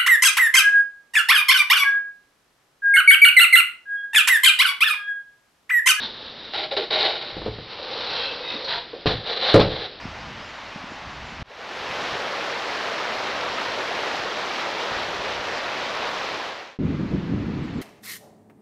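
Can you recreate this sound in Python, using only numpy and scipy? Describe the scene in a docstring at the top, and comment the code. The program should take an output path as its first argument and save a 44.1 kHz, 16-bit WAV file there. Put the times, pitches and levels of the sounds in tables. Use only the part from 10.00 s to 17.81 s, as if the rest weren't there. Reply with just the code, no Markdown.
"""River walk in three spots.

A path by the water with small birds and a breeze on the microphone; a stone bridge where white water
rushes through the arch, fading in and out; then a calm bank, stiff wind over the distant river.
Water is coloured noise, with ringing bubbles and gulps at the bridge; wind is low rumble in gusts;
thumps are damped rebounds; birds are gliding sines; stem ticks are short noise bursts."""
import sys
import numpy as np
from scipy import signal
from scipy.fft import rfft, irfft, next_fast_len
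from scipy.io import wavfile

SR = 44100
rng = np.random.default_rng(int(sys.argv[2]) if len(sys.argv) > 2 else 0)


def master(y):
    """Save y as 16-bit WAV."""
    cut = np.clip(np.atleast_2d(y).T, -1, 1)
    pcm = np.round(cut * 32767)  # scale
    wavfile.write(sys.argv[1], SR, pcm.astype(np.int16))


N = 344641
TIME = np.arange(N) / SR  # s
LEAVE_PATH_S, REACH_BANK_S = 1.428, 6.788


def white_water():
    """Foam and countless bubbles under the arch, surging together as the current tumbles."""
    # colour of the water: hz, relative_db
    water_colour = [(25, -26), (70, -17), (130, -12.5), (190, -9.5), (300, -7.5), (420, -2), (580, 0.5),
                    (1100, -1.8), (2000, -4.5), (4000, -10.5), (5600, -17.5), (8000, -33.5), (12300, -40.5),
                    (13500, -49)]
    # loudness of the rush before the spot fade: time_s, level_db
    flow = [(2.05, -27.5), (2.27, -28.5), (2.77, -27.5), (5.02, -27.5), (5.12, -28.5), (6.3, -28)]
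    foam = churn(patchy_db=1.0, rate_hz=9.9)
    fizz = from_db(-5.0) * bubbles(per_s=6000, ring_cycles=12.4, spread_db=2.5)
    surge = from_db(0.35 * drift(10.0))
    rush = rms_one(coloured(foam + fizz, water_colour)) * surge
    gurgle = gulps(per_s=14, typical_db=-2.0, swell_s=0.0039, rise_per_s=1.64)
    return with_side(rush + gurgle) * from_db(in_time(flow))


def gulps(per_s, typical_db, swell_s, rise_per_s):
    """Large air pockets dragged under by the current: each swells, rises in pitch and dies away."""
    # largest gulps: start_s, pitch_hz (at onset), envelope_peak_db (re rush)
    large = [(3.010, 1310, -1), (3.580, 1260, 4), (3.912, 687, 2), (4.144, 765, 4.5), (4.263, 1055, 2.5)]
    draws = rng.random((int(per_s * N / SR), 3))
    chance = [(when * N / SR, 450 * 3 ** size, typical_db - 6 * depth) for when, size, depth in draws]
    age_s = np.arange(SR // 10) / SR
    swell = age_s / swell_s * np.exp(1 - age_s / swell_s)
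    out = np.zeros(N + len(age_s))
    for start_s, pitch_hz, peak_db in large + chance:
        at = int(start_s * SR)
        tone = np.sin(2 * np.pi * pitch_hz * age_s * (1 + rise_per_s * age_s))
        out[at:at + len(age_s)] += from_db(peak_db) * swell * tone
    return out[:N]


def bubbles(per_s, ring_cycles, spread_db, count=36):
    """Trapped air rings for a few cycles; small bubbles outnumber large ones. Even power per Hz."""
    pitches_hz, out = np.geomspace(220, 8000, count), np.zeros(N)
    shares = np.sqrt(pitches_hz) / np.sum(np.sqrt(pitches_hz))
    for hz, share in zip(pitches_hz, shares):
        at = np.flatnonzero(rng.random(N) < per_s * share / SR)
        draw = rng.random((4000, 2))[np.arange(len(at)) % 4000]
        size_db = spread_db * np.minimum(-np.log(1 - draw[:, 0]), 4)
        clicks = np.full(N, 1e-18)
        clicks[at] = from_db(size_db) * np.sign(draw[:, 1] - .5)
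        # 60 dB decay over ring_cycles
        r = from_db(-60 * hz / (max(ring_cycles, 2) * SR))
        w = 2 * np.pi * hz / SR
        ringing = signal.lfilter([1, 0, -1], [1, -2 * r * np.cos(w), r * r], clicks)
        out += np.sqrt(hz) * rms_one(ringing)
    return rms_one(out)


def churn(patchy_db, rate_hz):
    """White noise whose half-octave bands swell and sink on their own, as splashes come and go."""
    edges_hz, size = np.geomspace(150, 12000, 13), next_fast_len(N)
    band = np.searchsorted(edges_hz, np.arange(size // 2 + 1) * SR / size)
    white = rfft(rng.standard_normal(size))
    out = np.zeros(N)
    for k in np.unique(band):
        out += irfft(white * (band == k), size)[:N] * from_db(patchy_db * drift(rate_hz))
    return rms_one(out)


def far_river():
    """Distance blends the splashes into a smooth wash: one colour on the path, another on the bank."""
    # colour of the water from the path: hz, relative_db
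    path_colour = [(60, -35), (250, -2), (400, -6.5), (600, -0.5), (900, 1.5), (1400, -1.5), (2000, -2),
                   (3000, -6), (4500, -12), (6000, -18.5), (8000, -33.5), (10500, -41.5), (13500, -48)]
    # colour of the water from the bank: hz, relative_db
    bank_colour = [(100, -3), (500, 2.5), (1000, 5), (1600, 2.5), (2300, 1), (3200, -4.5), (4200, -7.5),
                   (5500, -15.5), (7000, -22), (8500, -36), (10500, -36), (13500, -40)]
    wash = churn(patchy_db=0.57, rate_hz=10)
    path = with_side(rms_one(coloured(wash, path_colour))) * from_db(-37.5)
    bank = with_side(rms_one(coloured(wash, bank_colour))) * from_db(-42)
    # the bank starts 8 dB down
    bank_rise = np.interp(TIME, [REACH_BANK_S, REACH_BANK_S + 0.095], [from_db(-8), 1])
    return path, bank * bank_rise


def wind(steady_db, colour, lumpy_db):
    """Turbulence at the microphone port: a low rumble that arrives in lumps."""
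    eddies = rng.standard_normal(N) * from_db(lumpy_db * drift(39))
    return rms_one(coloured(eddies, colour)) * wind_strength(steady_db)


def wind_strength(steady_db):
    """Gusts add power to the steady wind: each arrives quickly, sags as it blows, then dies away."""
    # gusts: start_s, length_s (until release), level_db (before sag)
    gusts = [(0.01, 0.39, -42), (1.03, .39, -43), (1.38, .04, -35), (1.72, 0.53, -48), (3.1, 0.33, -53),
             (3.48, 0.37, -53), (4.12, .1, -52), (4.903, 0.73, -45.5), (5.806, .55, -55),
             (6.772, 0.15, -23), (6.982, 0.067, -27.5), (7.1, 0.045, -21.5), (7.286, .115, -23.5),
             (7.465, .15, -27.5), (7.733, 0.091, -28.5)]
    attack_s, sag_db_per_s, release_s = 0.018, 7, 0.087
    power = from_db(steady_db) ** 2
    for start_s, length_s, level_db in gusts:
        age_s = np.maximum(TIME - start_s, 0)
        attack = np.minimum(age_s / attack_s, 1)
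        release = np.exp(-np.maximum(age_s - length_s, 0) / release_s)
        gust = from_db(level_db - sag_db_per_s * age_s) * attack * release
        power = power + gust ** 2
    return np.sqrt(power)


def thumps(centre_hz, swell_s):
    """A lone eddy gives the microphone port one push and a quickly damped rebound."""
    # single eddies: start_s, envelope_peak_db
    eddies = [(0.054, -22), (0.081, -36), (0.759, -26.5), (0.840, -29.5), (0.919, -31), (1.420, -38)]
    out = np.zeros(N)
    for start_s, peak_db in eddies:
        age_s = np.clip(TIME - start_s, 0, .2)
        swell = age_s / swell_s * np.exp(1 - age_s / swell_s)
        pitch_hz = centre_hz * np.exp(0.16 * rng.standard_normal())
        out += from_db(peak_db) * swell * np.sin(2 * np.pi * pitch_hz * age_s)
    return out


def birds(warble_hz, flutter_db):
    """Three small birds, their thin whistles fluttering in strength and scattered by the trees."""
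    # rising, warbled chirps by the path: start_s, level_db (before echoes and flutter)
    chirps = [(.005, -45), (.195, -52), (.398, -45.5)]
    # thin, gently arched peeps by the path: start_s, level_db (before echoes and flutter)
    peeps = [(.44, -61), (.53, -62), (.885, -61.5), (1.09, -63), (1.245, -60)]
    # faint falling slurs over the bank: start_s, level_db (before echoes and flutter)
    slurs = [(7.622, -67), (7.73, -66)]
    # note shapes: middle_ratio, end_ratio (pitch re start), warble_ratio (share of pitch)
    chirp_shape = (1.045, 1.19, .04)
    # same columns: middle_ratio, end_ratio, warble_ratio
    peep_shape = (1.01, .985, .004)
    # same columns: middle_ratio, end_ratio, warble_ratio
    slur_shape = (.89, 0.68, .004)
    song = whistles(chirps, 4800, 0.05, chirp_shape, warble_hz)
    song = song + whistles(peeps, 7050, 0.082, peep_shape, warble_hz)
    song = song + whistles(slurs, 8050, 0.1, slur_shape, warble_hz)
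    lags_s = rng.uniform(.004, .06, size=6)
    echoes = from_db(-13) * sum(np.roll(song, int(lag_s * SR)) for lag_s in lags_s)
    return (song + echoes)[:N] * from_db(flutter_db * drift(60))


def whistles(notes, start_hz, length_s, shape, warble_hz):
    """One bird repeats its note: a sine gliding along an arc, with a fast warble."""
    middle, last, warble = shape
    u = np.linspace(0, 1, int(length_s * SR))
    glide_hz = start_hz * np.polyval(np.polyfit([0, .5, 1], [1, middle, last], 2), u)
    swell = np.sqrt(np.abs(np.sin(np.pi * u)))
    out = np.zeros(N + SR)
    for start_s, level_db in notes:
        warble_cycles = warble_hz * length_s * u + rng.random()
        hz = glide_hz * (1 + warble * np.sin(2 * np.pi * warble_cycles))
        at = max(int(start_s * SR), 0)
        out[at:at + len(u)] += from_db(level_db) * swell * np.sin(2 * np.pi * np.cumsum(hz) / SR)
    return out


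def ticks(decay_s):
    """Dry stems snap against each other in the wind: band-passed noise, decaying at once."""
    # ticks in the plants on the bank: start_s, envelope_peak_db (before the band-pass)
    snaps = [(7.462, -57), (7.654, -53), (7.672, -60)]
    envelope = np.zeros(N)
    for start_s, peak_db in snaps:
        decay = np.exp(-np.clip((TIME - start_s) / decay_s, 0, 20))
        envelope += from_db(peak_db) * (TIME >= start_s) * decay
    band = signal.butter(2, [4000, 12000], "band", fs=SR, output="sos")
    return signal.sosfilt(band, envelope * rng.standard_normal(N))


def with_side(x):
    """Nearly mono: mid plus a faint side, strongest in the topmost hiss."""
    # side level re mid: hz, relative_db
    side_level = [(5000, -62), (10000, -18), (11200, -13), (12400, 3), (13500, -1)]
    # a half-second shift decorrelates side from mid
    side = coloured(np.roll(x, SR // 2), side_level)
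    return x + side * np.array([[1], [-1]])


def coloured(x, spectrum):
    """Filter by a table of (Hz, dB), interpolated over log frequency."""
    size = next_fast_len(N + 4096)
    hz, level_db = np.transpose(spectrum)
    bins_hz = np.maximum(np.arange(size // 2 + 1) * SR / size, 1)
    gain = from_db(np.interp(np.log(bins_hz), np.log(hz), level_db))
    return irfft(rfft(x, size) * gain, size)[..., :N]


def drift(rate_hz):
    """Smooth chance with spread 1, changing about rate_hz times a second."""
    # two-pole low-pass at SR / 40; the first 2000 steps settle it
    r = np.exp(-80 * np.pi * rate_hz / SR)
    slow = signal.lfilter([1], [1, -2 * r, r * r], rng.standard_normal(N // 40 + 2002))[2000:]
    return np.interp(np.arange(N) / 40, np.arange(len(slow)), rms_one(slow))


def from_db(db):
    """Decibels to gain."""
    return 10 ** (np.asarray(db) / 20)


def rms_one(x):
    """Scale to unit power."""
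    return x / np.sqrt(np.mean(x ** 2) + 1e-20)


def in_time(rows):
    """A curve joined by straight lines, one value a sample."""
    return np.interp(TIME, *np.transpose(rows))


def after(start_s):
    """Closed before the given moment, open 2 ms later."""
    return np.clip((TIME - start_s) / .002, 0, 1)


def scene():
    """Each spot is heard in its turn; the bridge fades in and out."""
    # wind rumble on the path: hz, relative_db
    breeze_colour = [(20, -11), (60, 5.5), (120, 1), (240, -2), (330, -9.5), (450, -24), (900, -45),
                     (3000, -80)]
    # wind rumble at the bridge: hz, relative_db
    eddy_colour = [(20, -13), (60, 1), (120, 0.5), (200, -6), (400, -29), (2000, -70)]
    # wind rumble on the bank: hz, relative_db
    gust_colour = [(20, -24), (60, -10.5), (100, -5), (165, 0), (230, -3.5), (310, -5.5), (400, -14),
                   (540, -21.5), (780, -33.5), (3000, -80.5)]
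    fade_in_s, fade_out_s = 0.59, 0.45
    path, bank = far_river()
    path = path + wind(-52, breeze_colour, lumpy_db=1.8) + thumps(centre_hz=208, swell_s=0.0019)
    bridge = white_water() + wind(-66, eddy_colour, lumpy_db=4.0)
    bank = bank + wind(-33, gust_colour, lumpy_db=0.3) + ticks(decay_s=0.0018)
    fade_in = (TIME - LEAVE_PATH_S) / fade_in_s
    fade_out = (REACH_BANK_S - TIME) / fade_out_s
    fade = np.clip(np.minimum(fade_in, fade_out), 0, 1)
    song = birds(warble_hz=132, flutter_db=3.0)
    return path * (1 - after(LEAVE_PATH_S)) + bridge * fade + bank * after(REACH_BANK_S) + song


def record(dry):
    """The recorder has one narrow notch in the treble and a steep top cut."""
    notch_hz, cutoff_hz = 9050, 13500
    notched = signal.lfilter(*signal.iirnotch(notch_hz, 7, fs=SR), dry)
    top_cut = signal.ellip(10, .3, 80, cutoff_hz, fs=SR, output="sos")
    return signal.sosfilt(top_cut, notched)


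dry = scene()
out = record(dry)
master(out)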